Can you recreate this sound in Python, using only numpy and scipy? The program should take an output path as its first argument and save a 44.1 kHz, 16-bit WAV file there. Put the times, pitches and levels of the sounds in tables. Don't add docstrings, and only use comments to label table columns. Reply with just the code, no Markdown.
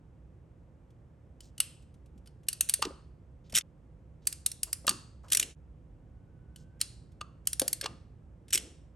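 import sys
import numpy as np
from scipy import signal
from scipy.fft import rfft, irfft, next_fast_len
from scipy.io import wavfile
from scipy.ndimage import uniform_filter1d, map_coordinates

SR = 44100
rng = np.random.default_rng(int(sys.argv[2]) if len(sys.argv) > 2 else 0)


def master(y):
    cut = np.clip(np.atleast_2d(y).T, -1, 1)
    pcm = np.round(cut * 32767)
    wavfile.write(sys.argv[1], SR, pcm.astype(np.int16))


N = 395047
T = np.arange(2 * SR // 5) / SR

# time in seconds, treble level in
# dB, linkage ring in Hz.
PAWL_CLICKS = [(1.4055, -52, 3020), (1.5798, -45, 2980), (1.6022, -19, 2900), (2.2733, -58, 3030),
               (2.4852, -23, 2830), (2.5289, -33.5, 4670), (2.6083, -19, 2780), (2.6885, -35, 4580),
               (2.6951, -21, 4540), (2.7383, -19.5, 4610), (2.8205, -33, 2850), (4.2709, -20.5, 4740),
               (4.3262, -36, 4720), (4.462, -20, 3810), (4.516, -36, 5660), (4.6315, -24.5, 4830),
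               (4.729, -25, 5050), (4.8676, -30, 2850), (4.8923, -21.5, 4580), (6.5601, -52, 3010),
               (6.813, -23.5, 4230), (7.4719, -21.5, 3000), (7.5304, -28.5, 5220), (7.5961, -20, 5480),
               (7.6167, -31, 4700), (7.679, -24, 4740), (7.7295, -24, 4440), (7.812, -34, 5380)]
# frequency in Hz, relative level in dB, t60 in seconds.
PAWL_MODES = [(1660, -8, 0.008), (1740, -9.5, .018), (2760, -8, .03), (4371, -4.5, 0.046),
              (8550, -1, 0.036), (8870, 4, 0.02), (9224, 5.5, 0.014), (11096, 8.5, .024)]
# frequency in Hz, density in dB per Hz.
PAWL_COLOUR = [(300, -30.5), (1000, -22), (1500, -10.5), (2300, -8.5), (3000, -4.5), (5000, -1),
               (7000, -4.5), (8800, -2), (9700, 3.5), (10300, -3.5), (11100, 2), (12400, -11), (13600, -31),
               (15200, -24)]
# time in seconds, added body in dB.
BITES = [(1.6022, 3.7), (2.4852, 2.5), (4.8923, 8.5), (6.813, 7.5), (7.6167, 6), (7.812, 7)]
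BITE_S = .012
JAWS_HOME = [2.8241, 4.8784, 7.8592]
USUAL_TREBLE_DB, USUAL_BODY_DB, BODY_DB_PER_TREBLE_DB = -22, -32.8, .68
RING_HOME_DB, RING_DB_PER_S = -10.5, 3.5


def ratchet():
    out = np.zeros((2, N))
    for s, treble_db, hz in PAWL_CLICKS:
        bite_db = sum(db * np.exp(-((s - at) / BITE_S) ** 2) for at, db in BITES)
        body_db = USUAL_BODY_DB + BODY_DB_PER_TREBLE_DB * (treble_db - USUAL_TREBLE_DB) + bite_db
        home = JAWS_HOME[np.searchsorted(LEVEL_DIPS, s)]
        ring_db = RING_HOME_DB + RING_DB_PER_S * (home - s)
        slip = amp(body_db - 17.5) * crack(PAWL_COLOUR, rise=.0011, hold=.002, t60=.01)
        click = crack(PAWL_COLOUR, rise=.0004, hold=.0017, t60=.016)
        click = click + amp(-5.5) * ring(PAWL_MODES, detune=.0048)
        click = click + amp(ring_db) * ring([(hz, 0, .028)], detune=.0016)
        add(out, s - .002, slip, room_db=-14.5)
        add(out, s, voiced(click, body_db, treble_db), room_db=-13)
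    return out


# frequency in Hz, density in dB per Hz.
RELEASE_COLOUR = [(300, -20.5), (950, -22.5), (1500, -6), (2100, -2.5), (3300, 2.5), (4200, -2.5),
                  (5500, -1), (7200, -1), (8800, 0.5), (10300, 3), (11400, -0.5), (12600, -17),
                  (13700, -26.5), (15200, -27.5)]


def release():
    out = np.zeros((2, N))
    for s, body_db, treble_db, hz in skids():
        scrape = amp(body_db - 9.5) * crack(RELEASE_COLOUR, rise=.0011, hold=.0026, t60=.017)
        click = crack(RELEASE_COLOUR, rise=.0003, hold=.0015, t60=.021)
        click = click + amp(-7) * ring([(hz, 0, .03)], detune=.03)
        add(out, s - .0025, scrape, room_db=-16.5)
        add(out, s, voiced(click, body_db, treble_db), room_db=-14)
    return out


# start in seconds, run length in
# seconds, slowing exponent, body level in dB, treble level in dB, lead of the unlatching in seconds,
# time of the last tooth in seconds, treble level of the last tooth in dB.
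OPENINGS = [(3.551, .033, 1.13, -27.5, -24, .027, 3.6098, -53.5),
            (5.3206, .0766, 1.45, -29, -21.3, .019, 5.4275, -31),
            (8.5297, .0254, 1.2, -30.5, -24.5, .024, 8.5758, -29)]
TEETH = 5
END_RING_HZ, RUN_RING_HZ = 2900, 5600
LAST_TOOTH_DB, UNLATCH_DB, UNLATCH_TREBLE_DB = -31.5, -49, -47


def skids():
    for s, length, slowing, db, treble_db, ahead, last, last_treble_db in OPENINGS:
        yield s - ahead, UNLATCH_DB, UNLATCH_TREBLE_DB, RUN_RING_HZ
        for share in np.linspace(0, 1, TEETH):
            ring_hz = RUN_RING_HZ if share else END_RING_HZ
            yield s + length * share ** slowing, db, treble_db, ring_hz
        yield last, LAST_TOOTH_DB, last_treble_db, END_RING_HZ


# frequency in Hz, relative level in dB, t60 in seconds.
STEEL_MODES = [(2735, 0, .3), (3380, -2.5, .3), (4170, -3, .4), (5270, -2, .2), (5450, 1, .25),
               (6320, 1, .29), (7700, -3, .5), (8928, 7, .22), (9350, 1, .2)]


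def voiced(click, body_db, treble_db):
    bounce = round(SR * rng.uniform(.0014, .0029))
    click = click + amp(-10.5) * np.pad(click, (bounce, 0))[:len(T)]
    treble = filtered(click, lambda hz: 1 - 1 / (1 + (hz / 6500) ** 12))
    body = click - treble
    sing = amp(body_db - 23.5) * ring(STEEL_MODES, detune=.00091, blur_hz=18)
    return amp(body_db) * struck(body) + amp(treble_db) * struck(treble) + sing


# time in seconds, level in dB, frame ring over the crack in dB.
JAW_CLUNKS = [(2.8241, -22.5, -1), (2.8508, -34, -12), (4.8784, -20.5, -1), (4.9087, -36, -6),
              (7.2114, -35, 2), (7.841, -36.5, -10), (7.8592, -29, -1)]
# frequency in Hz, relative level in dB, t60 in seconds.
FRAME_MODES = [(680, -4.5, .018), (1078, .5, .036), (1205, 1.5, .06), (1218, -23, .45), (1630, -7, .022),
               (2820, 5.5, .024), (3634, -3.5, .016), (4460, -2.5, .027), (2730, -33, .32),
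               (4300, -34, .45)]
# frequency in Hz, density in dB per Hz.
JAW_COLOUR = [(100, -13.5), (400, -6), (700, -1), (2200, -4.5), (3500, 1.5), (7000, -6), (9500, -7),
              (12000, -20), (13500, -39), (16000, -51.5)]


def jaws():
    out = np.zeros((2, N))
    for s, db, ring_db in JAW_CLUNKS:
        scrape = amp(db - 18) * crack(JAW_COLOUR, rise=.001, hold=.002, t60=.01)
        clunk = crack(JAW_COLOUR, rise=.00067, hold=.0018, t60=.019)
        clunk = clunk + amp(ring_db) * ring(FRAME_MODES, detune=.003, blur_hz=3)
        add(out, s - .003, scrape, room_db=-17.5)
        add(out, s, amp(db) * struck(clunk), room_db=-18.5, size=60)
    return out


# time in seconds, level in dB, pitch in Hz.
HANDLE_BUMPS = [(2.158, -54, 210), (2.852, -39, 441), (2.868, -39, 302), (2.906, -48, 540),
                (3.53, -43, 185), (4.895, -47, 190), (4.914, -45, 377), (7.6167, -30.5, 535),
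                (7.842, -42, 450), (8.55, -44.5, 366)]
# multiple of its pitch, density in dB per Hz.
BUMP_COLOUR = [(.15, -23), (.4, -12), (.7, -2.5), (1, 2), (1.35, -10), (2.1, -19.5), (6, -34.5),
               (18, -56.5)]
# lead in seconds, level in dB, pitch in Hz.
HANDLES_GIVE = (.032, -48, 548)


def bumps():
    out = np.zeros((2, N))
    ahead, give_db, give_hz = HANDLES_GIVE
    giving = [(home - ahead, give_db, give_hz) for home in JAWS_HOME]
    for s, db, hz in [*HANDLE_BUMPS, *giving]:
        colour = [(multiple * hz, level) for multiple, level in BUMP_COLOUR]
        knock = crack(colour, rise=.001, hold=.0029, t60=.028)
        knock = knock + amp(1) * ring([(hz, 0, .055), (.76 * hz, -3, .028)], detune=.007)
        add(out, s, amp(db) * struck(knock, size=440), room_db=-14, size=24)
    return out


# time in seconds, level in dB.
LINKAGE_TICKS = [(.904, -73.5), (2.259, -62), (2.4324, -70), (3.5399, -41), (5.4114, -39), (6.8031, -49),
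                 (7.118, -71.5)]


def ticks():
    out = np.zeros((2, N))
    for s, db in [*LINKAGE_TICKS, *play()]:
        tick = amp(db) * crack(RELEASE_COLOUR, rise=.0006, hold=.002, t60=.045)
        add(out, s, tick, room_db=-8.5)
    return out


# first step in seconds, gap in seconds, level in dB.
CREEP = (1.823, .118, -69.5)
PAUSE_S, TAKE_UP_S, TAKE_UP_DB = .15, .018, -43
EASE_DB, LIFT_S, LIFT_DB = -56, .0044, -36


def play(count=4):
    first, gap, creep_db = CREEP
    yield from ((first + k * gap, creep_db) for k in range(count))
    for (before, _, _), (s, treble_db, _) in zip(PAWL_CLICKS, PAWL_CLICKS[1:]):
        if s - before > PAUSE_S:
            yield s - TAKE_UP_S, treble_db + TAKE_UP_DB
    for s, _, _, _, _, ahead, _, _ in OPENINGS:
        yield s - 2 * ahead, EASE_DB
        yield s - LIFT_S, LIFT_DB


# start in seconds, length in seconds,
# level in dB before the swell, centre in Hz.
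LOADED_RUBS = [(1.405, .11, -66, 5800), (2.817, 0.04, -45, 1250), (2.829, 0.028, -45.5, 4140),
               (3.44, .07, -73.5, 4000), (4.215, 0.06, -76, 4200), (4.668, 0.04, -60, 900),
               (5.234, 0.065, -59, 850), (5.228, .08, -75, 6500), (6.56, .1, -70, 5800),
               (7.828, 0.042, -46, 2610)]
# delay after the jaws are home in seconds, then as in a rub.
HAND_SETTLES = (.016, .13, -53, 215)
# delay after the opening in seconds, then as in a rub.
GRIPS_SLIDE = (.025, .22, -56.5, 340)


def rubs():
    out = np.zeros((2, N))
    settling = [(home + HAND_SETTLES[0], *HAND_SETTLES[1:]) for home in JAWS_HOME]
    sliding = [(s + GRIPS_SLIDE[0], *GRIPS_SLIDE[1:]) for s, *_ in OPENINGS]
    for s, length, db, hz in [*LOADED_RUBS, *settling, *sliding]:
        stroke = np.sin(np.pi * np.clip(T / length, 0, 1) ** .65) ** 1.3
        slips = rng.standard_normal(len(T)) * amp(7.6 * rng.standard_normal(len(T)))
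        band = [hz / 1.7, min(hz * 1.45, SR / 2.1)]
        body = signal.lfilter(*signal.butter(2, band, "band", fs=SR), slips)
        add(out, s, amp(db) * stroke * unit(body), room_db=-10, size=24)
    return out


# time in seconds, mean pitch in Hz, level in dB.
WHINE_PATH = [(5.8, 1492, -100), (6.25, 1483, -84.5), (6.55, 1490, -80), (6.78, 1560, -79),
              (6.9, 1530, -110)]


def whine():
    s, hz, db = np.transpose(WHINE_PATH)
    t = np.arange(N) / SR
    unsteadiness = 26 * map_coordinates(rng.standard_normal(1000), [t * 100])
    pitch = np.interp(t, s, hz) + unsteadiness
    tone = unit(np.sin(2 * np.pi * np.cumsum(pitch) / SR))
    return amp(np.interp(t, s, db, left=-140, right=-140)) * tone


# frequency in Hz, density in dB per Hz.
AIR_COLOUR = [(20, -44), (30, -29), (42, -7.5), (60, -3.5), (100, -7), (165, -12.5), (220, -18), (340, -20),
              (400, -25.5), (520, -23), (620, -29.5), (1400, -40), (2900, -50.5), (4200, -58), (9000, -58),
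              (10300, -63), (11500, -64), (14000, -74)]
AIR_DB = -55.06
# frequency in Hz, level in dB before waver, swell and lean.
HUM_TONES = [(64.6, -62.5), (119, -67), (156, -67)]
# time in seconds, gain in dB.
RUMBLE_SWELL = [(0, -1), (4.6, 0), (6.2, 2), (8.9, .5)]


def ventilation():
    air = unit(filtered(diffuse(rng.standard_normal((2, N))), lambda hz: amp(along(AIR_COLOUR, hz))))
    t = np.arange(N) / SR
    waver = lambda: map_coordinates(rng.standard_normal(64), [t * 5])
    hum = sum(amp(db + 2 * waver()) * unit(np.sin(2 * np.pi * hz * t + .53 * waver()))
              for hz, db in HUM_TONES)
    floor = amp(AIR_DB) * air + hum
    rumble = filtered(floor, lambda hz: 1 / (1 + (hz / 300) ** 4))
    floor = floor - rumble + rumble * amp(np.interp(t, *np.transpose(RUMBLE_SWELL)))
    lean_db = [(60, -2.4), (200, -3), (1000, -.3)]  # (Hz, left over right in dB)
    return filtered(floor, lambda hz: amp(np.outer([.5, -.5], along(lean_db, hz))))


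LEVEL_DIPS = [3.622, 5.55]


def add(out, s, sound, room_db, size=120):
    tail = garage()
    power = uniform_filter1d(abs(rfft(sound, 8192)) ** 2, size=size)
    spectrum = np.sqrt(abs(power))
    bins_hz = np.fft.rfftfreq(8192, 1 / SR)
    heard = amp(room_db) * filtered(tail, lambda hz: np.interp(hz, bins_hz, spectrum))
    heard[:, :len(sound)] += sound
    start = round(s * SR)
    cuts = [round(dip * SR) for dip in LEVEL_DIPS if dip > s]
    end = min(cuts + [N, start + heard.shape[1]])
    out[:, start:end] += heard[:, :end - start]


# frequency in Hz, t60 in seconds.
GARAGE_T60 = [(200, 0.52), (1200, 0.5), (4000, 0.5247), (6000, 0.47), (9000, 0.4241), (11500, 0.26),
              (14000, 0.25)]
# frequency in Hz, relative level in dB.
GARAGE_COLOUR = [(200, 2), (1200, 7.5), (2200, 1.5), (4000, -1), (6000, 0), (8500, 0), (13000, -4)]


def garage():
    hz, t, z = signal.stft(rng.standard_normal((2, SR // 2)), SR, nperseg=256)
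    decay_db = along(GARAGE_COLOUR, hz)[:, None] - 60 * t / along(GARAGE_T60, hz)[:, None]
    tail = diffuse(signal.istft(z * amp(decay_db), SR, nperseg=256)[1])
    t = np.arange(tail.shape[1]) / SR
    tail *= np.clip(t / .0074, 0, 1) * (1 + 3.1 * np.exp(-t / .0096))
    return tail / np.linalg.norm(tail[0])


# frequency in Hz, coherence.
COHERENCE = [(60, .96), (200, .92), (500, .7), (1300, .45), (3200, .8), (7000, .6), (12000, .4)]


def diffuse(pair):
    turn = lambda hz: np.arccos(np.clip(along(COHERENCE, hz), -1, 1)) / 2
    mid, side = filtered(pair, lambda hz: np.array([np.cos(turn(hz)), np.sin(turn(hz))]))
    return np.array([mid + side, mid - side])


def crack(colour, rise, hold, t60):
    envelope = (1 - np.exp(-T / rise)) * amp(-60 * np.maximum(T - hold, 0) / t60)
    chatter = rng.standard_normal(len(T)) * envelope
    return struck(signal.fftconvolve(chatter, causal(colour))[:len(T)])


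def ring(modes, detune, blur_hz=0):
    hz, db, t60 = np.transpose(modes)[:, :, None]
    shift, strength, phase = rng.standard_normal((3, len(modes), 1))
    if blur_hz:
        steps = rng.standard_normal((len(modes), len(T)))
        phase = phase + np.cumsum(steps, axis=1) * np.sqrt(blur_hz / SR / (2 * np.pi))
    waves = np.sin(2 * np.pi * (hz * (1 + detune * shift) * T + phase))
    decay = amp(db + 2 * strength - 60 * T / t60)
    onset = 1 - np.exp(-T / .00035)
    return struck(np.sum(decay * waves, axis=0) * onset)


def causal(colour, size=1024):
    cepstrum = irfft(np.log(amp(along(colour, np.fft.rfftfreq(size, 1 / SR)))))
    cepstrum[1:size // 2] *= 2
    cepstrum[size // 2 + 1:] = 0
    return irfft(np.exp(rfft(cepstrum)))


def filtered(x, response):
    n = x.shape[-1]
    m = next_fast_len(n + 4096)
    return irfft(rfft(x, m) * response(np.fft.rfftfreq(m, 1 / SR)), m)[..., :n]


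def along(points, hz):
    f, v = np.transpose(points)
    return np.interp(np.log(hz + 1), np.log(f), v)


def struck(x, size=220):
    return x / np.sqrt(np.mean(x[:size] ** 2) + 1e-20)


def unit(x):
    return x / np.sqrt(np.mean(x ** 2) + 1e-20)


def amp(db):
    return 10 ** (np.asarray(db) / 20)


def scene():
    tool = ratchet() + release() + jaws() + bumps() + ticks() + rubs()
    return tool + whine() + ventilation()


# frequency in Hz, left lead in radians.
LEFT_LEAD = [(200, .02), (1200, .65), (1600, -.1), (2200, -.1), (3400, .65), (4900, .5), (7000, 0),
             (7800, .5), (8600, -.3), (9400, -1.9), (10300, -3.1), (11300, -4.4), (12200, -6),
             (15500, -12.4)]
TOP_HZ = 16600


def record(dry):
    t = np.arange(N) / SR
    dips = [np.interp(t - dip, [-.036, -.003, .014], [1, .1, 1]) for dip in LEVEL_DIPS]
    dipped = dry * np.prod(dips, axis=0)
    stereo = filtered(dipped, lambda hz: np.exp(1j * np.outer([.5, -.5], along(LEFT_LEAD, hz))))
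    return filtered(stereo, lambda hz: 1 / (1 + (hz / TOP_HZ) ** 120))


dry = scene()
out = record(dry)
master(out)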